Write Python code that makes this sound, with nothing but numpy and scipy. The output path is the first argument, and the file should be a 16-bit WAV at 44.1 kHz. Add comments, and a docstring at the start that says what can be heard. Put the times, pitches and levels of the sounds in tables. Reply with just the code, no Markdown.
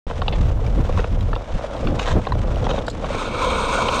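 """Skaters cross thin natural ice while wind buffets the microphone.
From the start gliding blades hiss and tap; each knock spreads through the sheet as a dispersive bending
wave, treble first, and settles on a note near 500 Hz. From about 1 s edges scrape at the pushes, and
just before 3 s a steel blade rattles. In the last second a close blade bites in: its dense fractures
excite the resonances of skate and ice, and the ringing glide grows louder and brighter."""
import sys
import numpy as np
from scipy import signal
from scipy.fft import rfft, irfft
from scipy.io import wavfile
from scipy.ndimage import uniform_filter1d

SR = 44100
rng = np.random.default_rng(int(sys.argv[2]) if len(sys.argv) > 2 else 0)


def bounce(signal):
    """Save signal as a 16-bit WAV file at the path given by the first command-line argument."""
    frames = np.transpose(np.atleast_2d(signal))
    limited = np.clip(frames, -1, 1)
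    pcm = np.round(limited * 32767).astype(np.int16)
    wavfile.write(sys.argv[1], SR, pcm)


N = 176400

# resonance of cracking ice: f/Hz, bandwidth/Hz, level/dB
CRACK_MODES = [(2610, 1960, 0)]


def undb(db):
    """Amplitude ratio of a level: a factor of ten per 20 dB."""
    return 10 ** (np.asarray(db) / 20)


def unit(x):
    """Normalisation to rms 1."""
    return x / np.sqrt(np.mean(x ** 2) + 1e-20)


def curve(rows):
    """Linear interpolation of (t/s, value) rows."""
    return np.interp(np.arange(N) / SR, *np.array(rows).T)


def walk(per_s):
    """Random modulation: smoothed Gaussian steps, rms 1."""
    hold = max(int(SR / per_s), 2)
    steps = rng.standard_normal(N)[np.arange(N) // hold]
    return unit(uniform_filter1d(uniform_filter1d(steps, hold), hold))


def steady(x, span_s):
    """Division by the running rms evens the level and keeps the finer grain."""
    size = max(int(span_s * SR), 8)
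    return x / np.sqrt(uniform_filter1d(uniform_filter1d(x * x, size), size) + 1e-12)


def gains(spectrum, hz):
    """Magnitude response: (f/Hz, level/dB) rows interpolated over log frequency."""
    f, db = np.array(spectrum).T
    return undb(np.interp(np.log(hz + 1), np.log(f), db))


def colour(x, spectrum):
    """Zero-phase filtering by (f/Hz, level/dB) rows; rms 1."""
    hz = np.fft.rfftfreq(len(x), 1 / SR)
    return unit(irfft(rfft(x) * gains(spectrum, hz), len(x)))


def ring(x, hz, width):
    """Steep resonance: two equal band-passes in cascade, each of the given width."""
    b, a = signal.iirpeak(min(hz, .45 * SR), hz / width, fs=SR)
    return signal.lfilter(b, a, signal.lfilter(b, a, x + 1e-18))


def resonate(x, modes):
    """Superposition of modes driven by one force."""
    return sum(undb(db) * ring(x, hz, width) for hz, width, db in modes)


def rippled(x, depth_db=4, spacing_hz=110.8):
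    """Narrow resonances of blade and boot: a random minimum-phase filter, new for each contact."""
    hz = np.fft.rfftfreq(len(x), 1 / SR)
    db = depth_db * np.interp(hz / spacing_hz, np.arange(len(hz)), rng.standard_normal(len(hz)))
    cepstrum = irfft(db * np.log(10) / 20, len(x))
    cepstrum[len(x) // 2:] = 0  # makes the response causal
    return irfft(rfft(x) * np.exp(2 * rfft(cepstrum)), len(x))


def place(x, start, db, window_s=0.017):
    """A transient at its start time, with the energy of level db held for window_s."""
    x = unit(x) * undb(db) * np.sqrt(window_s * SR / len(x))
    return np.pad(x, (int(start * SR), N))[:N]


def grains(per_s, scatter_db):
    """Shot noise of tiny fractures: random impulses, a few much larger than the rest."""
    size = undb(scatter_db * np.minimum(rng.exponential(size=N), 5))
    return (rng.random(N) < per_s / SR) * size * np.sign(rng.standard_normal(N))


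def blow(contact_s):
    """Impact excitation: an impulse and a burst of grit."""
    t = np.arange(SR // 8) / SR
    grit = 1.4 * rng.standard_normal(len(t)) * np.sqrt(t / contact_s) * np.exp(-2 * t / contact_s)
    return rippled(grit + (t == 0))


def sheet(x, note_hz=490, note_delay_s=.004):
    """Dispersion of bending waves: the treble arrives first and the sheet's note last."""
    # response of the ice to a knock: f/Hz, level/dB
    response = [(250, -7.5), (390, -8), (490, 4), (700, -2.5), (850, -7.5), (1400, -15.5), (1900, -32),
                (5000, -63)]
    size = 2 * len(x)
    hz = np.fft.rfftfreq(size, 1 / SR)
    group_delay = note_delay_s * (note_hz / np.maximum(hz, note_hz)) ** 2.6
    phase = 2 * np.pi * np.cumsum(group_delay) * hz[1]
    return irfft(rfft(x, size) * gains(response, hz) * np.exp(-1j * phase))[:len(x)]


def wind():
    """Turbulent pressure on the microphone: a rumble, with brighter buffets in strong gusts."""
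    # gust envelope: t/s, level/dB
    gusts = [(.07, -21.5), (.12, -31), (.19, -22), (.3, -21.5), (.41, -15), (.62, -20), (.81, -16),
             (.87, -21), (1.0, -15.5), (1.07, -30), (1.11, -17.5), (1.34, -19), (1.47, -38.5), (1.55, -16),
             (1.6, -34), (1.8, -31.5), (1.86, -17.5), (2.02, -27), (2.16, -14.5), (2.26, -33.5),
             (2.33, -19), (2.68, -21.5), (2.88, -31), (3.1, -27.5), (3.3, -33), (3.46, -26), (4, -30.5)]
    # rumble spectrum: f/Hz, level/dB
    spectrum = [(8, -29), (25, 3.5), (45, -0.5), (80, -4), (120, -8.5), (170, -18.5), (600, -37.5),
                (2000, -75)]
    # Gaussian buffets: peak t/s, half-length/s, level/dB, centre f/Hz
    buffets = [(0.405, 0.042, -25.5, 107), (0.794, 0.017, -19, 179), (1.132, 0.013, -24, 143),
               (1.559, 0.0082, -25, 141), (1.896, 0.054, -22.5, 167), (2.17, 0.016, -17, 240),
               (2.464, 0.18, -31, 153), (2.698, 0.056, -29, 146)]
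    t = np.arange(N) / SR
    out = steady(colour(rng.standard_normal(N), spectrum), span_s=0.028) * undb(curve(gusts) + 1)
    for at, half, db, hz in buffets:
        eddies = steady(ring(rng.standard_normal(N), hz, width=1.17 * hz), half)
        out = out + eddies * undb(db) * np.exp(-.5 * ((t - at) / half) ** 2)
    return out


def runner_rumble():
    """Low-frequency noise of the runners moving over the sheet."""
    # rumble envelope: t/s, level/dB
    levels = [(1.6, -49), (3.1, -33.5), (4, -32)]
    # rumble spectrum: f/Hz, level/dB
    spectrum = [(60, -29), (130, -4.5), (220, 3), (450, -5), (2000, -90)]
    return colour(rng.standard_normal(N), spectrum) * undb(curve(levels))


def singing_ice():
    """Random excitation of a plate: countless small knocks keep the sheet ringing."""
    # envelope of the ringing: t/s, level/dB
    levels = [(.07, -33.5), (.7, -30), (.9, -29.5), (1.1, -33), (1.45, -32), (1.8, -25.5), (2.35, -28.5),
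              (2.75, -25), (2.92, -34.5), (3.1, -27), (4, -24)]
    knocks = grains(per_s=400, scatter_db=3.5)
    return steady(sheet(knocks), span_s=0.086) * undb(curve(levels) - 4)


def gliding():
    """Filtered shot noise: the blades ahead crumble the surface in an uneven hiss."""
    # hiss envelope: t/s, level/dB
    levels = [(.07, -37.5), (.27, -38.5), (.45, -35), (.55, -41.5), (1.0, -34.5), (1.08, -40), (1.47, -41),
              (1.55, -35.5), (2.2, -37.5), (2.33, -38.5), (2.78, -34.5), (2.83, -39), (2.96, -39),
              (3.1, -31), (4, -58)]
    # hiss spectrum: f/Hz, level/dB
    spectrum = [(400, 12.5), (1000, 13.5), (1800, 5.5), (3600, 2.3), (4400, -4.5), (6200, -6),
                (8000, -12.5), (10000, -22.5), (14500, -47)]
    grit = grains(per_s=5000, scatter_db=2.5) * undb(2.5 * walk(per_s=120))
    return steady(colour(grit, spectrum), span_s=0.069) * undb(curve(levels) - 1)


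def ice_chips():
    """Brittle fracture: small chips snap dryly under a blade."""
    # snaps: t/s, level/dB
    snaps = [(.665, -42.5), (1.002, -43), (1.209, -42.5), (1.355, -40), (1.766, -45.5), (2.252, -40.5),
             (2.559, -42.5), (2.788, -40)]
    return sum(place(resonate(blow(contact_s=0.0015), CRACK_MODES), at, db) for at, db in snaps)


def blade_rattle():
    """Repeated impacts excite the bright modes of a steel blade at the end of a push."""
    # impacts: t/s, level/dB
    impacts = [(2.865, -43.5), (2.881, -37.5), (2.899, -40), (2.911, -46.5)]
    # modes of the steel: f/Hz, bandwidth/Hz, level/dB
    modes = [(4130, 1800, 1), (7350, 1000, -3.7)]
    return sum(place(resonate(blow(contact_s=0.0057), modes), at, db) for at, db in impacts)


def ice_notes(mean_hz=522, dive_s=0.00383, decay_s=0.0039):
    """Damped flexural vibration under a skater: each hollow note dives onto its pitch and dies."""
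    # notes of the sheet: t/s, level/dB
    notes = [(.191, -30), (.616, -29), (1.64, -24), (1.721, -39), (1.918, -27.5), (2.135, -30),
             (2.595, -33), (2.63, -25), (2.74, -23.5), (3.037, -25.5), (3.102, -22.5), (3.467, -21),
             (3.785, -24.5)]
    t, out = np.arange(SR // 8) / SR, 0
    for start, db in notes:
        settled_hz = mean_hz * (1 + 0.078 * rng.standard_normal())
        hz = settled_hz * (1 + 0.31 * np.exp(-t / dive_s))
        tone = np.sin(2 * np.pi * np.cumsum(hz) / SR)
        out = out + place(tone * t * np.exp(-t / decay_s), start, db)
    return out


def scrapes(attack_s=0.0026, release_s=0.013):
    """Friction noise: an edge shaves the ice at the end of a push."""
    # pushes: t/s, duration/s, level/dB
    pushes = [(0.962, 0.035, -44.5), (1.987, 0.051, -34.5), (2.056, 0.065, -31), (2.641, 0.012, -38),
              (2.69, 0.02, -33), (2.732, 0.052, -41.5)]
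    # scrape spectrum: f/Hz, level/dB
    spectrum = [(400, 14), (1000, 20.5), (2100, 9.5), (3800, 10.5), (4800, 0), (6600, 2.5), (8600, -13.5),
                (10000, -19), (14500, -41)]
    t, out = np.arange(N) / SR, 0
    chips = grains(per_s=1300, scatter_db=2)
    for start, length, db in pushes:
        attack = np.clip((t - start) / attack_s, 0, 1)
        release = np.exp(-np.maximum(t - start - length, 0) / release_s)
        shaving = steady(colour(rippled(chips), spectrum), span_s=0.14)
        out = out + undb(db + 5) * attack * release * shaving
    return out


def taps(knock_width_hz=676, cutoff_hz=4500):
    """Impact on a plate: a blade sets down, and one blow drives the sheet's note, a knock and a crack."""
    # impacts: t/s, knock level/dB, knock f/Hz, note level/dB, crack level/dB, contact time/s
    impacts = [(0.099, -45.5, 1120, -29, -43, 0.0061), (0.111, -31.5, 1070, -32, -57, 0.0027),
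               (.218, -24.5, 970, -29.5, -36, 0.0036), (.281, -23.5, 870, -27, -24.5, 0.0012),
               (0.324, -46, 1120, -26.5, -32, 0.017), (0.891, -38, 990, -25, -52, 0.0041),
               (0.974, -31, 1150, -32, -41, 0.0066), (0.991, -26, 800, -24, -51, 0.006),
               (1.042, -30, 1160, -28, -56, 0.0025), (1.331, -28.5, 1020, -28, -42, 0.0049),
               (1.362, -27.5, 824, -26, -50.5, 0.0023), (1.871, -31.5, 1230, -37, -33, 0.0044),
               (1.993, -35, 1420, -35, -29, 0.0062), (2.073, -29, 1150, -30.5, -35, 0.0047),
               (2.269, -23.5, 790, -32, -38, .005), (2.321, -22, 830, -39, -40, 0.002),
               (2.667, -22.5, 750, -38, -47, 0.0029), (2.69, -40, 770, -22, -49, 0.015),
               (2.71, -30, 1000, -26, -33, 0.0037), (2.778, -31.5, 970, -21, -48, 0.013),
               (2.88, -27, 1030, -26.5, -43, 0.0026), (3.043, -39, 1170, -26, -39, 0.0054),
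               (3.884, -21, 1000, -21, -25, 0.0066)]
    out = 0
    for start, knock_db, knock_hz, note_db, crack_db, contact_s in impacts:
        force = blow(contact_s)
        note = place(sheet(force), start, note_db)
        knock = place(ring(force, knock_hz, knock_width_hz), start, knock_db)
        crack = place(resonate(force, CRACK_MODES), start, crack_db)
        out = out + note + knock + crack
    return signal.sosfilt(signal.butter(10, cutoff_hz, fs=SR, output="sos"), out)


def close_blade(flutter_db=1.07, sway_db=1.8, brighten_per_khz=.075):
    """Forced resonance: dense fractures ring skate and ice, brighter as the blade's pressure grows."""
    # pressure on the ice: t/s, level/dB
    pressure = [(3.03, -66), (3.12, -25.5), (3.2, -23), (3.33, -24.5), (3.44, -18.5), (3.66, -21),
                (3.76, -19), (4, -18.5)]
    # modes of skate and ice: f/Hz, bandwidth/Hz, level/dB
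    modes = [(497, 134, 0), (1010, 210, 2.5), (1266, 246, -2.5), (1440, 133, -3.5), (2274, 207, -6),
             (2570, 470, -11.5), (3210, 260, -14), (3680, 660, -12.5), (4180, 860, -18.5),
             (5440, 2650, -27.5), (6470, 1660, -24), (8380, 560, -22), (13200, 2300, -49)]
    pressure_db, body = curve(pressure), 0
    flutter = undb(flutter_db * walk(per_s=70))  # common to all modes
    for hz, width, db in modes:
        tilt_db = brighten_per_khz * hz / 1000 * (pressure_db - pressure_db[-1])
        gain = undb(db + tilt_db + sway_db * walk(per_s=14))
        fractures = flutter * grains(per_s=3000, scatter_db=1.9)
        body = body + gain * ring(fractures, hz, width)
    in_contact = np.arange(N) / SR > pressure[0][0]
    return unit(body) * undb(pressure_db - 6) * in_contact


def scene():
    """Superposition of skates, ice and wind at one microphone."""
    transients = taps() + ice_chips() + blade_rattle() + ice_notes()
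    skating = transients + singing_ice() + runner_rumble() + gliding() + scrapes() + close_blade()
    return (skating + wind())[None]


def record(dry, onset_s=0.067, rise_s=0.0012, cutoff_hz=15700):
    """Gating and band limiting: the sound sets in quickly and passes a steep low-pass."""
    opening = np.clip((np.arange(N) / SR - onset_s) / rise_s, 0, 1)
    return signal.sosfilt(signal.ellip(8, .2, 70, cutoff_hz, fs=SR, output="sos"), dry * opening)


dry = scene()
out = record(dry)
bounce(out)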